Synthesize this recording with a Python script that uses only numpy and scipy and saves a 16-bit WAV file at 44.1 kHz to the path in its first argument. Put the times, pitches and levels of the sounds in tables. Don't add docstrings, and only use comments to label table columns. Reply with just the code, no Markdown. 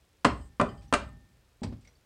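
import sys
import numpy as np
from scipy import signal
from scipy.fft import rfft, irfft, next_fast_len
from scipy.io import wavfile
from scipy.ndimage import uniform_filter1d

SR = 44100
rng = np.random.default_rng(int(sys.argv[2]) if len(sys.argv) > 2 else 0)


def to_linear_factor(level_db):
    exponent = np.asarray(level_db, float) / 20
    return 10 ** exponent


def generate_wav(sig):
    pcm = np.round(np.clip(np.atleast_2d(sig).T, -1, 1) * 32767).astype(np.int16)
    wavfile.write(sys.argv[1], SR, pcm)


N = 90404
KNOCK_RISE_S, THUD_RISE_S, PAN_RISE_S = 0.00037, 0.001, 0.00067
SWAY_RISE_S, SCUFF_RISE_S, LANDING_RISE_S = 0.03, 0.004, 0.003
WOOD_BLUR_HZ, PAN_BLUR_HZ, CLICK_BLUR_HZ = 24, 150, 200


def unit(x):
    return x / np.sqrt(np.mean(x ** 2) + 1e-20)


def along(points, hz):
    point_hz, value = np.transpose(points)
    return np.interp(np.log(hz + 1), np.log(point_hz + 1), value)


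def filtered(x, response):
    size = next_fast_len(len(x) + 8192)
    hz = np.fft.rfftfreq(size, 1 / SR)
    return irfft(rfft(x, size) * response(hz), size)[:len(x)]


def add(track, start_s, sound):
    part = track[round(start_s * SR):][:len(sound)]
    part += sound[:len(part)]


def fade(t60, rise):
    t = np.arange(SR) / SR
    return to_linear_factor(-60 * t / t60) * (1 - np.exp(-t / rise))


def ring(modes, db, rise, scatter_db=2.5, blur_hz=0, tilt_db=0):
    t, out = np.arange(SR) / SR, 0
    pivot_hz = modes[len(modes) // 3][0]
    for hz, level_db, t60 in modes:
        drift = np.cumsum(rng.standard_normal(SR)) * np.sqrt(2 * np.pi * blur_hz / SR)
        drift = uniform_filter1d(drift, size=128)
        gain_db = db + level_db + tilt_db * np.log2(hz / pivot_hz)
        gain_db += scatter_db * rng.standard_normal()
        wave = np.sin(2 * np.pi * hz * t + drift - drift[0])
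        out = out + to_linear_factor(gain_db) * fade(t60, rise) * wave
    return out


def puff(spectrum, db, t60, rise, tilt_db=0):
    def colour(hz):
        return to_linear_factor(along(spectrum, hz) + tilt_db * np.log2((hz + 1) / 2000))
    noise = unit(filtered(rng.standard_normal(SR), colour))
    return to_linear_factor(db) * fade(t60, rise) * noise


# [dB per Hz, relative]
AIR = [(15, -53), (25, -1.5), (64, 2), (242, -15.5), (309, -15), (463, -15), (607, -17.5), (887, -21.5),
       (1230, -21.5), (4140, -25.5), (16000, -37)]


def air():
    out = to_linear_factor(-65) * unit(filtered(rng.standard_normal(N), lambda hz: to_linear_factor(along(AIR, hz))))
    tick_modes = [(8120, 0, .006), (6800, -5, .004), (5200, -3, .005)]  # pitch_hz, level_db, t60_s
    for start_s in np.arange(0.0105, N / SR, 0.04):
        add(out, start_s, ring(tick_modes, -60, KNOCK_RISE_S, blur_hz=CLICK_BLUR_HZ))
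    return out


# start_s [s], knock_db of the box [dB, relative],
# knock_tilt_db [dB per octave], thud_db of the table top [dB, relative],
# crack_db [dB], crack_tilt_db [dB per octave], crack_t60_s [s]
BANGS = [(0.2465, -19.5, -3.5, -16.5, -15.5, -3, 0.073), (0.2503, -15, 3, -13, -12.5, -0.5, 0.011),
         (.257, -17.5, -10.5, -8, -35, -4.5, 0.024), (0.5977, -10, -1.5, -20, -16, -4.9, 0.017),
         (.601, -24.5, 1.5, -13, -21, -4, 0.024), (.612, -10.5, -5.5, -43, -21, -3, 0.033),
         (0.6191, -24.5, -6.5, -12, -30, -5, 0.05), (0.9259, -13, -5, -14, -19, -2, 0.038),
         (.937, -15.5, 2.5, -24, -18, 0.5, 0.047), (0.9404, -11, 2.5, -23, -15, -7, 0.024),
         (0.951, -18, 1.5, -31, -22.5, -2.5, 0.014)]
# pitch_hz [Hz], level_db [dB, relative], t60_s [s]
BOX = [(586, -6.5, 0.092), (697, -10.5, 0.12), (770, -13.5, .03), (1007, -0.5, 0.039), (1166, 0.5, 0.052),
       (1322.4, -8, 0.077), (1525.6, -3, 0.041), (1770, -13, 0.055), (2000, -13, 0.088), (2374, -15, 0.043),
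       (2730, -13.5, 0.03), (3020, -17, 0.027)]
# pitch_hz [Hz], level_db [dB, relative], t60_s [s]
TOP = [(131, -15.5, .1), (178.7, -5, 0.11), (237.2, 2.5, 0.087), (288.6, -4.5, 0.059), (394, -5, .1),
       (408, -12.5, 0.24)]
# [dB per Hz, relative]
CRACK = [(100, -20), (600, -2), (1200, 0), (2000, -4), (3500, -11), (6000, -16), (8500, -14), (10000, -24),
         (11500, -44), (16000, -58)]


def bangs():
    out = np.zeros(N)
    for start_s, knock_db, knock_tilt_db, thud_db, crack_db, crack_tilt_db, crack_t60_s in BANGS:
        knock = ring(BOX, knock_db - 9.5, KNOCK_RISE_S, blur_hz=WOOD_BLUR_HZ, tilt_db=knock_tilt_db)
        thud = ring(TOP, thud_db - 10.0, THUD_RISE_S, blur_hz=WOOD_BLUR_HZ / 2)
        crack = puff(CRACK, crack_db, crack_t60_s, KNOCK_RISE_S, crack_tilt_db)
        add(out, start_s, crack - knock - thud)
    return out


# start_s [s], level_db [dB], pitch_hz [Hz]
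RAPS = [(0.2504, -7, 1057), (.6004, -10.5, 1060), (0.6131, -17.5, 1370), (0.926, -14.5, 1070),
        (.9368, -20.5, 2687), (0.94, -7, 1200)]


def raps():
    out = np.zeros(N)
    for start_s, level_db, pitch_hz in RAPS:
        add(out, start_s, -ring([(pitch_hz, 0, 0.018)], level_db, KNOCK_RISE_S, scatter_db=1))
    return out


# start_s [s], low_db of the low ring [dB], high_db of the high ring [dB]
HOPS = [(0.251, -53.5, -65), (.41, -73.5, -62.5), (.60, -54.5, -77), (.688, -76, -56.5),
        (0.776, -79.5, -67), (0.935, -78.5, -66.5), (1.015, -57.5, -57)]
# pitch_hz [Hz], level_db [dB, relative], t60_s [s]
PAN_LOW = [(806, -2.5, 0.93), (1240, -2, 0.31), (1798, -4, 1)]
# pitch_hz [Hz], level_db [dB, relative], t60_s [s]
PAN_HIGH = [(3080, 2, 0.14), (4480, -4, 0.14), (4927, -5, 0.25), (6928, -8.5, 0.078)]
# pitch_hz [Hz], level_db [dB, relative], t60_s [s]
PAN_THIN = [(11780, -25, .18)]


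def pan():
    out = np.zeros(N)
    for start_s, low_db, high_db in HOPS:
        low = ring(PAN_LOW, low_db, PAN_RISE_S, blur_hz=5.3)
        high = ring(PAN_HIGH, high_db, PAN_RISE_S, blur_hz=PAN_BLUR_HZ)
        thin = ring(PAN_THIN, high_db, PAN_RISE_S)
        add(out, start_s, low + high + thin)
    return out


# pitch_hz [Hz], t60_s [s]
ROOM = [(60, 0.25), (250, 0.31), (700, 0.29), (2000, 0.27), (5000, 0.26), (9000, 0.18), (12000, 0.1)]


def room(x):
    out, step = np.zeros(N), SR // 80
    window = signal.get_window("hann", 2 * step)
    for start in range(0, N - 2 * step, step):
        piece = x[start:start + 2 * step] * window
        if np.abs(piece).max() > 1e-4:
            hz, t, bins = signal.stft(rng.standard_normal(SR // 2), SR, nperseg=256)
            decay = to_linear_factor(-60 * t / along(ROOM, hz)[:, None])
            tail = signal.istft(bins * decay, SR, nperseg=256)[1]
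            answer = signal.fftconvolve(piece, tail / np.linalg.norm(tail))
            add(out, start / SR + 0.0049, answer)
    return out


# start_s [s], level_db [dB], t60_s [s]
SWAYS = [(.26, -26.5, 0.53), (0.629, -35.5, 0.8), (.95, -33.5, 0.81), (1.63, -37.5, 0.63)]
# [dB per Hz, relative]
FRAME = [(25, -41), (38, -11), (51, 3), (72, -2), (100, -5.5), (160, -12.5), (250, -15), (400, -32.5),
         (900, -71)]


def sway():
    out = np.zeros(N)
    for start_s, level_db, t60_s in SWAYS:
        add(out, start_s, puff(FRAME, level_db, t60_s, SWAY_RISE_S))
    return out


# start_s of the hold [s], level_db [dB], hold_s [s]
SIZZLES = [(0.314, -70, 0.16), (0.655, -75.5, 0.14), (0.983, -75, 0.11)]
# [dB per Hz, relative]
SIZZLE = [(5000, -26), (7500, -3.5), (8300, 5.5), (9000, -8), (11000, -36.5)]


def sizzle():
    t, edge_s = np.arange(N) / SR, 0.02
    level = np.zeros(N)
    for start_s, level_db, hold_s in SIZZLES:
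        end_s = start_s + hold_s
        level += to_linear_factor(level_db) * np.interp(t, [start_s - edge_s, start_s, end_s, end_s + edge_s], [0, 1, 1, 0])
    return level * unit(filtered(rng.standard_normal(N), lambda hz: to_linear_factor(along(SIZZLE, hz))))


# start_s [s], level_db [dB], t60_s [s], tilt_db [dB per octave]
SCUFFS = [(1.617, -51, .1, -3.5), (1.632, -31.5, 0.06, 0.5), (1.645, -44.5, 0.2, -5.5),
          (1.722, -46.5, 0.081, -4), (1.737, -54, 0.038, -3), (1.808, -67, 0.22, 2.5),
          (1.846, -57.5, 0.066, 3.5), (1.87, -58, 0.099, 1.5), (.817, -62.5, 0.24, 2.5)]
# [dB per Hz, relative]
SCUFF = [(150, -34), (500, 12), (1500, 1), (3600, -1.5), (5000, -1), (6500, -10.5), (8300, -6.5),
         (10500, -28), (16000, -40)]


def scuffs():
    out = np.zeros(N)
    for start_s, level_db, t60_s, tilt_db in SCUFFS:
        add(out, start_s, puff(SCUFF, level_db, t60_s, SCUFF_RISE_S, tilt_db))
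    return out


# start_s [s], level_db [dB], pitch_hz [Hz]
CLICKS = [(0.817, -58, 2490), (0.881, -62, 5900), (1.851, -58, 2188), (1.874, -55.5, 2235),
          (1.874, -68, 4050), (1.875, -56, 5840), (1.954, -65, 4620)]


def clicks():
    out = np.zeros(N)
    for start_s, level_db, pitch_hz in CLICKS:
        add(out, start_s, ring([(pitch_hz, 0, 0.048)], level_db, KNOCK_RISE_S, blur_hz=CLICK_BLUR_HZ))
    return out


# start_s [s], level_db [dB, relative], tilt_db [dB per octave]
LANDINGS = [(1.618, -31.5, 3), (1.634, -33, 1), (1.647, -27.5, 0.5), (1.69, -35, -2.5), (1.724, -35, -3),
            (1.788, -56, 0)]
# pitch_hz [Hz], level_db [dB, relative], t60_s [s]
COUNTER = [(69.3, -3, 0.19), (104.4, -1, 0.2), (160, 5.5, 0.034), (229, 8, 0.064), (310, -15, 0.043),
           (366, -16, 0.17), (542, -10.5, 0.033), (808, -17, 0.072)]


def landings():
    out = np.zeros(N)
    for start_s, level_db, tilt_db in LANDINGS:
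        add(out, start_s, -ring(COUNTER, level_db, LANDING_RISE_S, blur_hz=3.7, tilt_db=tilt_db))
    return out


def scene():
    table = bangs() + raps()
    counter = scuffs() + clicks() + landings()
    wet = room(to_linear_factor(-9) * table + to_linear_factor(-11) * counter)
    mix = table + counter + wet + sway() + pan() + sizzle() + air()
    return np.tile(mix, (2, 1))


def roll_off(x):
    return signal.sosfilt(signal.butter(12, 16170, fs=SR, output="sos"), x)


def record(dry):
    def band(hz):
        return (hz < 15950) * (1j * hz / (32 + 1j * hz)) ** 2
    mix = np.array([filtered(channel, band) for channel in dry])
    return roll_off(mix)


dry = scene()
out = record(dry)
generate_wav(out)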